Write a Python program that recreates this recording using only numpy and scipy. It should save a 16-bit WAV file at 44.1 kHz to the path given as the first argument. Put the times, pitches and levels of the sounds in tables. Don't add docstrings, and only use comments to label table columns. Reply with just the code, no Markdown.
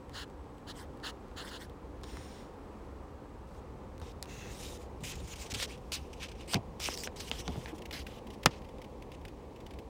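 import sys
import numpy as np
from scipy import signal
from scipy.fft import rfft, irfft, next_fast_len
from scipy.io import wavfile
from scipy.ndimage import uniform_filter1d, map_coordinates

SR = 44100
rng = np.random.default_rng(int(sys.argv[2]) if len(sys.argv) > 2 else 0)


def master_out(mix):
    frames = np.transpose(np.atleast_2d(mix))
    ceiling = np.clip(frames, -1, 1)
    pcm = np.round(ceiling * 32767).astype(np.int16)
    wavfile.write(sys.argv[1], SR, pcm)


def gain_from_db(level_db):
    decades = np.asarray(level_db, float) / 20
    return 10 ** decades


N = 436129

# start [t/s], end [t/s], start [level/dB], end [level/dB], hiss over body [dB]
PAGE_DRAGS = [(3.47, 3.6, -77.5, -74.5, 4.5), (4.016, 4.123, -61, -60.5, -5.5),
              (4.232, 4.249, -55.5, -61, -3.5), (6.54, 6.557, -40, -37, 6), (4.502, 4.59, -61, -56, 3.5),
              (4.584, 4.638, -58.5, -52.5, 5), (4.637, 4.777, -53, -61, 4), (5.005, 5.035, -64, -66, 2),
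              (5.035, 5.124, -47.5, -48, 2), (5.802, 5.919, -74, -72, 0), (6.088, 6.198, -70, -63, -6),
              (6.35, 6.37, -63, -63, -10), (6.458, 6.47, -63, -63, -7), (5.124, 5.153, -48, -51, -10.5),
              (5.149, 5.285, -62.5, -57.5, -4), (5.273, 5.344, -57, -48.5, -0.5),
              (5.342, 5.375, -61, -59.5, -2.5), (5.919, 5.962, -42.5, -41.5, 3),
              (5.991, 6.089, -64, -71, -2), (6.476, 6.505, -55, -48.5, 0), (6.797, 6.848, -47.5, -39, 0),
              (6.849, 6.886, -38, -42, -2), (6.886, 6.933, -48, -46, -2), (6.935, 6.956, -52, -58, 10),
              (6.96, 6.999, -61.5, -55.5, 9), (7.001, 7.036, -58, -62, 12), (7.037, 7.072, -47, -57.5, 5),
              (7.16, 7.202, -49.5, -56, -3), (7.197, 7.274, -49, -55, -0.5),
              (7.272, 7.293, -49.5, -48, -1.5), (7.294, 7.323, -60, -59, -5), (7.32, 7.369, -52, -47, -7.5),
              (7.482, 7.56, -56.5, -56.5, -9), (7.561, 7.66, -56.5, -61, -3), (7.425, 7.473, -64, -62, 2),
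              (7.752, 7.794, -55.5, -59.5, 1.5), (7.926, 7.987, -43.5, -46, -11),
              (8.065, 8.194, -57, -58.5, -14), (8.507, 8.594, -53, -62, -22)]
# start [t/s], peak [t/s], end [t/s], peak [level/dB], hiss over body [dB]
PAGE_FLICKS = [(4.78, 4.823, 4.87, -62, 3), (5.37, 5.42, 5.5, -48.5, 0.5), (5.5, 5.521, 5.531, -40, -3),
               (5.538, 5.548, 5.564, -34.5, -2.5), (5.564, 5.636, 5.662, -36, -4),
               (5.675, 5.713, 5.77, -49, -6), (5.958, 5.962, 5.99, -43, -4),
               (6.198, 6.238, 6.275, -42, -11), (6.28, 6.288, 6.35, -56, -13),
               (6.37, 6.414, 6.455, -52, -12), (6.505, 6.535, 6.5385, -39, 2),
               (6.546, 6.556, 6.575, -40, -16), (7.365, 7.402, 7.43, -46, 0), (7.43, 7.472, 7.478, -55, -4),
               (7.655, 7.69, 7.725, -50, -9), (7.745, 7.761, 7.78, -58, -3), (7.985, 7.992, 8.035, -45, -9),
               (8.31, 8.346, 8.362, -58, -8), (9.12, 9.151, 9.158, -55, -17)]


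def rubs():
    outlines = []
    for start, end, start_db, end_db, hiss_db in PAGE_DRAGS:
        outlines.append([(start, start_db, hiss_db), (end, end_db, hiss_db)])
    for start, top, end, db, hiss_db in PAGE_FLICKS:
        outlines.append([(start, db - 11.5, hiss_db), (top, db, hiss_db), (end, db - 15.5, hiss_db - 4)])
    return outlines


# f/Hz, level/dB [dB per Hz]
SHEET_COLOUR = [(650, -39), (1100, -11), (1760, -8.5), (2300, -4.5), (3050, -3.5), (4560, -9.5), (4940, -7),
                (5710, -7.5), (6240, -8), (7140, -11), (8260, -9.5), (12400, -20.5), (15000, -15.5),
                (16000, -32)]
# t/s, peak [level/dB], hiss over body [dB]
SHEET_CRACKLES = [(5.153, -40, -10), (5.177, -51, -8), (5.2759, -51, -5.5), (5.357, -39, -12),
                  (5.598, -34, -18.5), (5.624, -33, -12), (5.775, -50.5, -10), (6.13, -38.5, -18),
                  (5.199, -52, -6), (5.461, -44, -10), (6.228, -40, -14), (6.408, -50, -14),
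                  (6.284, -38.5, -28), (6.315, -38.5, -22.5), (7.201, -35.5, -14)]
# start [t/s], end [t/s], gain of the band [level/dB], centre [f/Hz], width [Hz]
CUPPED_AIR = [(4, 4.78, -10, 3750, 380), (4.6, 5.27, -10, 7000, 1370), (6.934, 6.958, 10, 5500, 1600),
              (6.96, 7.03, 9, 5100, 1380), (6.98, 7.035, 7, 7000, 2500), (7.04, 7.074, 0, 5800, 1500),
              (5.7, 6.885, -12, 2600, 950), (6.83, 6.87, -11, 5400, 1800), (6.9, 6.932, -3, 5200, 1240),
              (5.595, 5.612, -8.5, 3160, 900), (5.6, 5.65, -10, 4100, 1940), (7.17, 7.235, -5, 4700, 1500),
              (7.9, 6.8, -9, 3000, 900), (7.41, 7.478, -2, 5700, 1200), (7.19, 8.3, -13, 3200, 850),
              (7.66, 7.72, -1, 2100, 1200), (7.5, 8.2, -19.5, 14150, 2500),
              (6.475, 6.533, -3.5, 8400, 1800), (6.485, 6.533, -1, 4600, 1600),
              (5.92, 5.97, -5, 4200, 1500), (7.5, 8.5, -17, 11000, 3400), (7.93, 8, -9, 1960, 980),
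              (7.93, 8.03, -6, 4430, 1500), (5.276, 5.345, -5, 6700, 1600), (5.4, 5.45, -6, 7400, 2500),
              (5.2, 5.25, -10, 9100, 1200), (5.04, 5.15, -15, 2270, 1100)]


def pages():
    rub = grit(grain_db=1.0, patchy_db=2.0)
    split_hz = 5000

    def high(hz):
        return 1 / (1 + (split_hz / (hz + 1)) ** 5)

    body = unit(filtered(rub, lambda hz: gain_from_db(along(SHEET_COLOUR, hz)) * np.sqrt(1 - high(hz))))
    hiss = unit(filtered(rub, lambda hz: gain_from_db(along(SHEET_COLOUR, hz)) * np.sqrt(high(hz))))
    outlines = rubs()
    gain = swell(outlines, edge_s=0.00304)
    gain = gain + gain_from_db(-26.0) * linger(gain, length_s=0.06)
    hiss_share = gain_from_db(curve(outlines, column=2, silent=-8.5) - 1.8)
    gains = gain_from_db(-2.0) * gain * np.array([np.ones(N), hiss_share])

    t = np.arange(SR // 16) / SR
    spurt = (1 - np.exp(-t / 0.00065)) * np.exp(-(t / 0.0098) ** 2)
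    for s, db, hiss_db in SHEET_CRACKLES:
        levels = db - 13.5 + np.array([[0], [hiss_db + 8.5]])
        gains[:, round(s * SR):][:, :len(t)] += gain_from_db(levels) * spurt

    cups = np.zeros(N)
    for s, end, db, hz, width in CUPPED_AIR:
        cup_gain = swell([[(s, db), (end, db)]], edge_s=0.009)
        cups += cup_gain * unit(band(rub, hz - width / 2, hz + width / 2))
    return gains[0] * (body + cups) + gains[1] * hiss


# t/s, peak [level/dB], hiss relative [dB], knock relative [dB], note [f/Hz]
PAPER_SNAPS = [(2.0348, -33.5, -30, -5.5, 5100), (2.0406, -38.5, -30, -5, 3820),
               (2.041, -35, -30, -12, 5200), (3.98, -45, -4, -9.5, 6500), (4, -43, -1.5, -2, 8000),
               (4.016, -40, -9.5, -1.5, 3700), (4.2267, -26, -2, -10, 5210), (5.0374, -36.5, -5, -13, 3340),
               (5.6, -23, -16, -18, 3200), (5.627, -22, -11, -10, 3580), (5.9204, -27, -19, -12, 4170),
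               (6.5352, -23.5, -16, -6, 5870), (6.5364, -18, -19.5, -7, 4400), (6.5423, -22, -16, -6, 6400),
               (6.5437, -13, -13.5, -20, 5360), (6.545, -17, -19.5, -10, 4570),
               (6.8012, -36.5, 0, 2.5, 4560), (6.92, -40, -9, -14.5, 5220), (6.9255, -40, -9, -12.5, 3000),
               (6.9395, -39.5, -9.5, -20.5, 7500), (6.9412, -29.5, -12, -22.5, 5440),
               (6.9515, -40, -13, -21.5, 5340), (6.9525, -40, -18.5, -17.5, 5200),
               (6.9753, -27, -6, -22, 5300), (6.9858, -45.5, 6, -20, 7000), (7.0358, -25.5, -4, -25, 6920),
               (7.0738, -24, -37.5, -6, 2920), (7.2978, -37.5, 3, -22.5, 7000),
               (7.3144, -15.5, -19, -10.5, 3300), (7.4788, -19.5, -25, -10.5, 4650),
               (7.5574, -46.5, -17, 2, 700), (7.659, -32.5, -32, -4, 2120),
               (8.459, -12.5, -23, -26.5, 11400), (8.4592, -17, -14, -20, 8000),
               (8.459, -22, -18.5, -20, 14500)]
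# t/s, peak [level/dB], knock relative [dB], note [f/Hz]
NIB_TICKS = [(0.0953, -41, -6.5, 3580), (0.2784, -53.5, -20, 6500), (0.2997, -45.5, -12.5, 4000),
             (0.582, -46.5, -16.5, 3000), (0.973, -45.5, -14.5, 3500), (1.0002, -45.5, -5, 3500),
             (1.283, -50, -7.5, 3500), (1.3145, -53.5, 4, 3500), (1.374, -40, -0.5, 3600),
             (1.697, -41.5, -6, 3630), (2.0136, -46, -13, 3600), (2.0352, -38, -2, 3900),
             (2.0397, -39, -12, 3900), (2.1703, -36, 0, 4200), (2.404, -50, -8, 3600),
             (2.5387, -51, -4, 3600), (3.548, -49.5, -10.5, 6000), (4.2569, -38, -8, 3800),
             (5.756, -55.5, -5, 3600)]
# t/s, peak [level/dB], first pitch [f/Hz]
SHEET_POPS = [
    (2.1707, -44, 1500),
    (6.8871, -17.5, 1800),
    (7.0742, -29, 1310),
    (7.4814, -30, 1720),
    (7.5578, -29, 900),
    (8.4591, -7.5, 1870),
]


def snaps():
    t, parts = np.arange(SR // 12) / SR, np.zeros((4, N + SR))
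    spread = np.array([[1.1], [0.6], [1.9]])
    fade = gain_from_db(-60 * t / (0.0038 * spread)) + gain_from_db(-13 - 60 * t / (0.028 * spread))
    events = [(s, db, -9, knock_db, hz, -7.5) for s, db, knock_db, hz in NIB_TICKS]
    events += [(s, db, hiss_db, knock_db, hz, -1.5) for s, db, hiss_db, knock_db, hz in PAPER_SNAPS]
    for s, db, hiss_db, knock_db, hz, note_db in events:
        start = round(s * SR)
        burst = 1.03 * rng.standard_normal(len(t)) * fade * (1 - np.exp(-t / 0.000238))
        burst[:, 6] += 4.5
        levels = db + np.array([[0], [hiss_db], [knock_db]])
        parts[:3, start:][:, :len(t)] += gain_from_db(levels) * burst
        parts[3, start:][:len(t)] += gain_from_db(db + note_db) * falling(hz, sag=13.96, cycles=20.6)
    for s, db, hz in SHEET_POPS:
        parts[3, round(s * SR):][:len(t)] += gain_from_db(db - 3.5) * falling(hz, sag=1.3, cycles=28)

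    out = parts[3, :N].copy()
    bands = [(1630, 4460, 0.37), (6100, 22000, 5.7), (446, 2020, 9.7)]  # (low Hz, high Hz, dB)
    for (low, top, db), part in zip(bands, parts):
        out += gain_from_db(db) * band(part[:N], low, top)
    return out


# t/s, level/dB
PAGE_SLAP = (8.459, -4)
# f/Hz, level/dB, t60 [s]
COVER_RING = [(619, -19, 0.066), (780, -11, 0.04), (933, -10, 0.0298), (1292, -2.5, 0.0263),
              (1615, 2, 0.018), (1821, -4, 0.051), (2066, 0.5, 0.028), (2420, -1.5, 0.031),
              (2832, -5, 0.035), (3300, -6, 0.037), (3650, -3.5, 0.024), (4150, -5.5, 0.0265),
              (5210, -4, 0.025), (6000, -13, 0.026), (7370, -8, 0.024)]


def slap():
    t, out = np.arange(SR // 8) / SR, np.zeros(N)
    ring = np.zeros(len(t))
    for k, (hz, db, t60) in enumerate(COVER_RING):
        blur = uniform_filter1d(rng.standard_normal(len(t)), 30) * 5
        mode = (0.56 + 0.648 * blur) * np.sin(2 * np.pi * hz * t)
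        ring += (-1) ** k * gain_from_db(db - 60 * t / (0.74 * t60)) * mode
    crack = rng.standard_normal(len(t)) * (gain_from_db(-5.5 - 60 * t / 0.008) + gain_from_db(-26 - 60 * t / 0.025))
    crack += uniform_filter1d(rng.standard_normal(len(t)), 22) * gain_from_db(-3.5 - 60 * t / 0.052)
    s, db = PAGE_SLAP
    out[round(s * SR):][:len(t)] = gain_from_db(db) * (gain_from_db(-7) * ring * (1 - np.exp(-t / 0.00062)) + crack)
    return out


# t/s, peak [level/dB]
PAGE_CREAKS = [(7.818, -38), (7.854, -35), (7.909, -33), (8.066, -33.5), (8.268, -41.5), (8.302, -38),
               (8.3333, -45.5), (8.4305, -32.5), (8.487, -48.5), (8.618, -48), (8.645, -45), (8.688, -45.5),
               (8.7829, -49), (8.816, -39.5), (8.843, -44.5), (9.021, -44), (9.117, -42.5), (9.212, -52),
               (9.2503, -38.5), (9.28, -42), (9.56, -44), (9.6028, -44.5), (9.663, -41.5), (9.707, -42.5),
               (9.736, -44), (9.787, -39)]
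# f/Hz, level/dB [dB per Hz]
HELD_PAGE = [(820, -32), (1400, -5.5), (2890, 1), (4170, -8.5), (4900, -7.5), (6390, -14), (10300, -18.5),
             (11800, -21), (14700, -20), (16000, -17)]


def creaks():
    t, gain = np.arange(SR // 16) / SR, np.zeros(N)
    spurt = (1 - np.exp(-t / 0.00083)) * (np.exp(-(t / 0.0085) ** 2) + 0.15 * np.exp(-t / 0.0185))
    for s, db in PAGE_CREAKS:
        gain[round(s * SR):][:len(t)] += gain_from_db(db - 10.5) * spurt
    return gain * coloured(rng.standard_normal(N) * gain_from_db(1.8 * wobble(500)), HELD_PAGE)


# t/s, level/dB, pitch [f/Hz]
DESK_THUDS = [(2.133, -37, 70.4), (2.175, -34, 80), (4.02, -32, 83.5), (5.023, -32.5, 169),
              (5.03, -40, 105), (5.035, -33, 74.5), (5.525, -32, 95.5), (5.559, -33, 121),
              (6.547, -20.5, 203), (6.556, -19, 116.4), (6.572, -25, 139.6), (6.584, -33, 120),
              (7.317, -33, 280), (7.486, -28, 280), (7.505, -33.5, 240), (6.548, -25, 361),
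              (6.564, -23.5, 299), (6.553, -23, 814), (7.482, -26.5, 193), (7.492, -30, 80),
              (7.558, -32.5, 221), (7.575, -27.5, 145), (7.73, -27, 330), (8.463, -24, 284),
              (8.463, -17.5, 167), (8.47, -29, 121.5)]


def thuds():
    t, out = np.arange(SR // 4) / SR, np.zeros(N + SR)
    for s, db, hz in DESK_THUDS:
        t60 = 0.1 * (100 / hz) ** 0.68
        puff = uniform_filter1d(uniform_filter1d(rng.standard_normal(len(t)), size=30), size=24) * 1.97
        swing = np.sin(2 * np.pi * hz * t * (1 - 3 * t)) + puff
        out[round(s * SR):][:len(t)] += gain_from_db(db - 60 * t / t60) * (1 - np.exp(-t / 0.0028)) * swing
    return out[:N]


# start [t/s], peak [t/s], end [t/s], peak [level/dB]
PEN_PULLS = [
    (0.113, 0.135, 0.13, -64),
    (0.138, 0.18, 0.2424, -44.5),
    (0.675, 0.711, 0.72, -46),
    (1.035, 1.07, 1.107, -41.5),
    (1.367, 1.385, 1.435, -44.5),
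    (1.505, 1.55, 1.58, -47),
]
# start [t/s], peak [t/s], end [t/s], peak [level/dB]
PEN_SWEEPS = [
    (0.755, 0.807, 0.84, -53),
    (1.43, 1.48, 1.512, -49.5),
    (1.6, 1.632, 1.645, -48.5),
]
# f/Hz, level/dB [dB per Hz]
PULLED_NIB = [(410, -27), (700, -6), (1500, -1.5), (1700, 1), (2400, -18), (2920, -0.5), (3640, -6),
              (4150, -1), (5920, -17.5), (6830, -12), (9110, -24.5), (10100, -16), (12600, -38),
              (15200, -20.5), (16000, -28)]
# f/Hz, level/dB [dB per Hz]
SWEPT_NIB = [(530, -28.5), (900, -0.5), (1260, -8), (1550, 2), (1970, 1), (2560, -16), (3150, -4.5),
             (3430, -5), (7230, -13), (8350, -8.5), (9310, -17.5), (10200, -14), (12400, -25.5),
             (14200, -13), (16000, -26.5)]


def pen():
    pull_grit = coloured(grit(grain_db=0.6, patchy_db=1.5), PULLED_NIB)
    sweep_grit = coloured(grit(grain_db=1.5, patchy_db=3.5), SWEPT_NIB)
    pull = swell(strokes(PEN_PULLS), edge_s=0.02) * pull_grit
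    sweep = swell(strokes(PEN_SWEEPS), edge_s=0.049) * sweep_grit
    return gain_from_db(1.5) * (pull + sweep)


def strokes(rows):
    return [[(s, db - 5), (top, db), (end, db - 5.5)] for s, top, end, db in rows]


# t/s, level/dB
HAND_GLIDE = [(2.03, -65), (2.038, -60), (2.052, -63), (2.096, -56), (2.41, -61), (2.52, -77)]
# t/s, level/dB
FINGER_GLIDE = [(4.275, -58.5), (4.291, -51.5), (4.505, -51.5), (4.55, -60.5)]
# f/Hz, level/dB [dB per Hz]
HAND_GAP = [(940, -13.5), (1600, -3.5), (1920, -3), (2310, -7), (3880, -5.5), (4750, -11), (5500, -3),
            (6250, -15), (6850, -7), (7600, -16.5), (8980, -9.5), (11300, -27), (13200, -29),
            (15100, -17.5), (16000, -24.5)]
# f/Hz, level/dB [dB per Hz]
FINGER_GAP = [(880, -30), (1500, -5), (2000, -2), (2370, -10), (2660, 3), (3050, -15), (3350, -6),
              (3600, -8.5), (3880, -8), (4920, -14.5), (6560, -6.5), (8240, -20), (9750, -17), (10800, -33),
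              (14300, -21), (16000, -24)]


def skin():
    glide = grit(grain_db=0.5, patchy_db=0.9)
    hand = gain_from_db(0.5) * swell([HAND_GLIDE], edge_s=0.01) * coloured(glide, HAND_GAP)
    finger = gain_from_db(-1.5) * swell([FINGER_GLIDE], edge_s=0.037) * coloured(glide, FINGER_GAP)
    return hand + finger


# f/Hz, t60 [s]
WALL_DECAY = [(300, 0.27), (3000, 0.16), (12000, 0.081)]


def walls(x):
    hz, t, z = signal.stft(rng.standard_normal(SR // 3), SR, nperseg=256)
    tail = signal.istft(z * gain_from_db(-60 * t / along(WALL_DECAY, hz)[:, None]), SR, nperseg=256)[1]
    return signal.fftconvolve(np.pad(x, (200, 0)), tail / np.linalg.norm(tail))[:N]


# t/s, level/dB
BUILDING = [(0, -1.5), (1.8, 0), (3.5, 0), (5.2, 1), (6.5, 0), (7.5, 2), (9.89, -.5)]
# f/Hz, level/dB [dB per Hz]
RUMBLE_COLOUR = [(13, -51), (25, -15), (40, -4.5), (70, 0), (97, -9.5), (136, -10), (162, -12.5),
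                 (195, -12.5), (260, -18), (340, -44), (570, -120)]
# f/Hz, level/dB [dB per Hz]
AIR_COLOUR = [(110, -32), (180, 0.5), (293, -5), (361, -4), (510, -2.5), (630, -12), (800, -9), (1100, -12),
              (1530, -23), (1680, -23), (2110, -26), (3370, -32), (3840, -33.5), (8140, -40.5),
              (12800, -48.5), (15000, -47), (16000, -43.5)]
# t/s, level/dB
TYRE_ROAR = [(0, 1), (3.6, 1.5), (5.5, -2.5), (9.89, -7.5)]
# t/s, level/dB
DUCT_DRONE = [(0, -7.5), (1.9, -6), (2.9, -9), (3.6, -14), (7, -18.5), (9.89, -12)]
# t/s, level/dB
LAMP_WHINE = [(0, -83), (2, -93), (3, -87.5), (9.89, -100)]


def room():
    rumble = unit(filtered(rng.standard_normal(N), lambda hz: gain_from_db(along(RUMBLE_COLOUR, hz)) * (hz < 200)))
    hum_grit = grit(grain_db=0.3, patchy_db=0.5)
    air = unit(filtered(hum_grit, lambda hz: gain_from_db(along(AIR_COLOUR, hz)) * (hz >= 200)))
    tyres_hz, tyres_octaves = 1420, 0.42
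    tyres = filtered(air, lambda hz: np.exp(-(np.log2((hz + 1) / tyres_hz) / tyres_octaves) ** 2))
    air = air + (gain_from_db(curve([TYRE_ROAR])) - 1) * tyres
    duct = unit(filtered(rng.standard_normal(N), resonant([(291.7, 17.4, 0)], widen=0.765)))
    whine = unit(filtered(rng.standard_normal(N), resonant([(7950, 45, 0)], widen=0.89)))

    busy = curve([BUILDING])
    low = gain_from_db(-49.5 + 0.73 * busy + 1.46 * wobble(3.7)) * rumble
    drone = gain_from_db(curve([DUCT_DRONE]) + 1.2 * wobble(1.0)) * duct
    hum = gain_from_db(-50.5 + busy + 0.55 * wobble(2.887)) * (air + drone)
    return low + hum + gain_from_db(curve([LAMP_WHINE])) * whine


def grit(grain_db, patchy_db):
    clumps = gain_from_db(grain_db * (wobble(900) + 0.59 * wobble(120)))
    z = signal.stft(rng.standard_normal(N) * clumps, nperseg=256)[2]
    patches = uniform_filter1d(uniform_filter1d(rng.standard_normal(z.shape), 7, 0), 8, 1)
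    return signal.istft(z * gain_from_db(patchy_db * unit(patches)), nperseg=256)[1][:N]


def falling(hz, sag, cycles):
    turns = np.arange(SR // 12) / SR * hz
    swing = np.sin(2 * np.pi * sag * np.log(1 + turns / sag))
    return gain_from_db(-60 * turns / cycles) * (1 - np.exp(-turns / 0.11)) * swing


def resonant(peaks, widen):
    def response(f):
        total = 0
        for k, (centre, width, db) in enumerate(peaks):
            damping = 1j * f * width * widen
            total = total + (-1) ** k * gain_from_db(db) * damping / (centre * centre - f * f + damping)
        return total
    return response


def filtered(x, response):
    m = next_fast_len(N + SR // 2)
    return irfft(rfft(x, m) * response(np.fft.rfftfreq(m, 1 / SR)), m)[..., :N]


def coloured(x, spectrum):
    return unit(filtered(x, lambda hz: gain_from_db(along(spectrum, hz))))


def band(x, low_hz, high_hz):
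    return signal.sosfilt(signal.butter(2, [low_hz, high_hz], "band", fs=SR, output="sos"), x)


def unit(x):
    return x / np.sqrt(np.mean(x ** 2) + 1e-20)


def along(points, hz):
    f, v = np.transpose(points)
    return np.interp(np.log(hz + 1), np.log(f + 1), v)


def curve(tables, column=1, silent=-140):
    out = np.full(N, float(silent))
    for rows in tables:
        rows = np.array(rows)
        at = np.arange(int(rows[0, 0] * SR), min(int(rows[-1, 0] * SR) + 1, N))
        out[at] = np.interp(at / SR, rows[:, 0], rows[:, column])
    return out


def swell(tables, edge_s):
    return uniform_filter1d(gain_from_db(curve(tables)), int(edge_s * SR) + 1)


def linger(gain, length_s):
    size = int(length_s * SR) // 2 * 2 + 1
    return uniform_filter1d(gain, size, origin=size // 2)


def wobble(rate):
    knots = rng.standard_normal(int(N * rate / SR) + 4)
    return map_coordinates(knots, [np.arange(N) * rate / SR], order=2)


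# f/Hz, width [Hz], depth [0-1]
MIC_PORT = (13300, 16100, 0.81)


def scene():
    hz, width, depth = MIC_PORT
    notch = resonant([(hz, width, 0)], widen=1)
    sharp = filtered(snaps() + slap(), lambda f: 1 - depth * notch(f))
    desk = pages() + sharp + creaks() + thuds() + pen() + skin()
    return (desk + gain_from_db(-31.0) * walls(desk) + room())[None]


def band_limit(x):
    return signal.sosfilt(signal.butter(12, 16870, fs=SR, output="sos"), x)


def record(dry):
    def microphone(hz):
        treble = gain_from_db(-25 * np.clip((hz - 15980) / 120, 0, 1))
        bass = np.clip(hz / 32, 0, 1) ** 3
        return treble * bass

    return band_limit(filtered(dry, microphone))


dry = scene()
out = record(dry)
master_out(out)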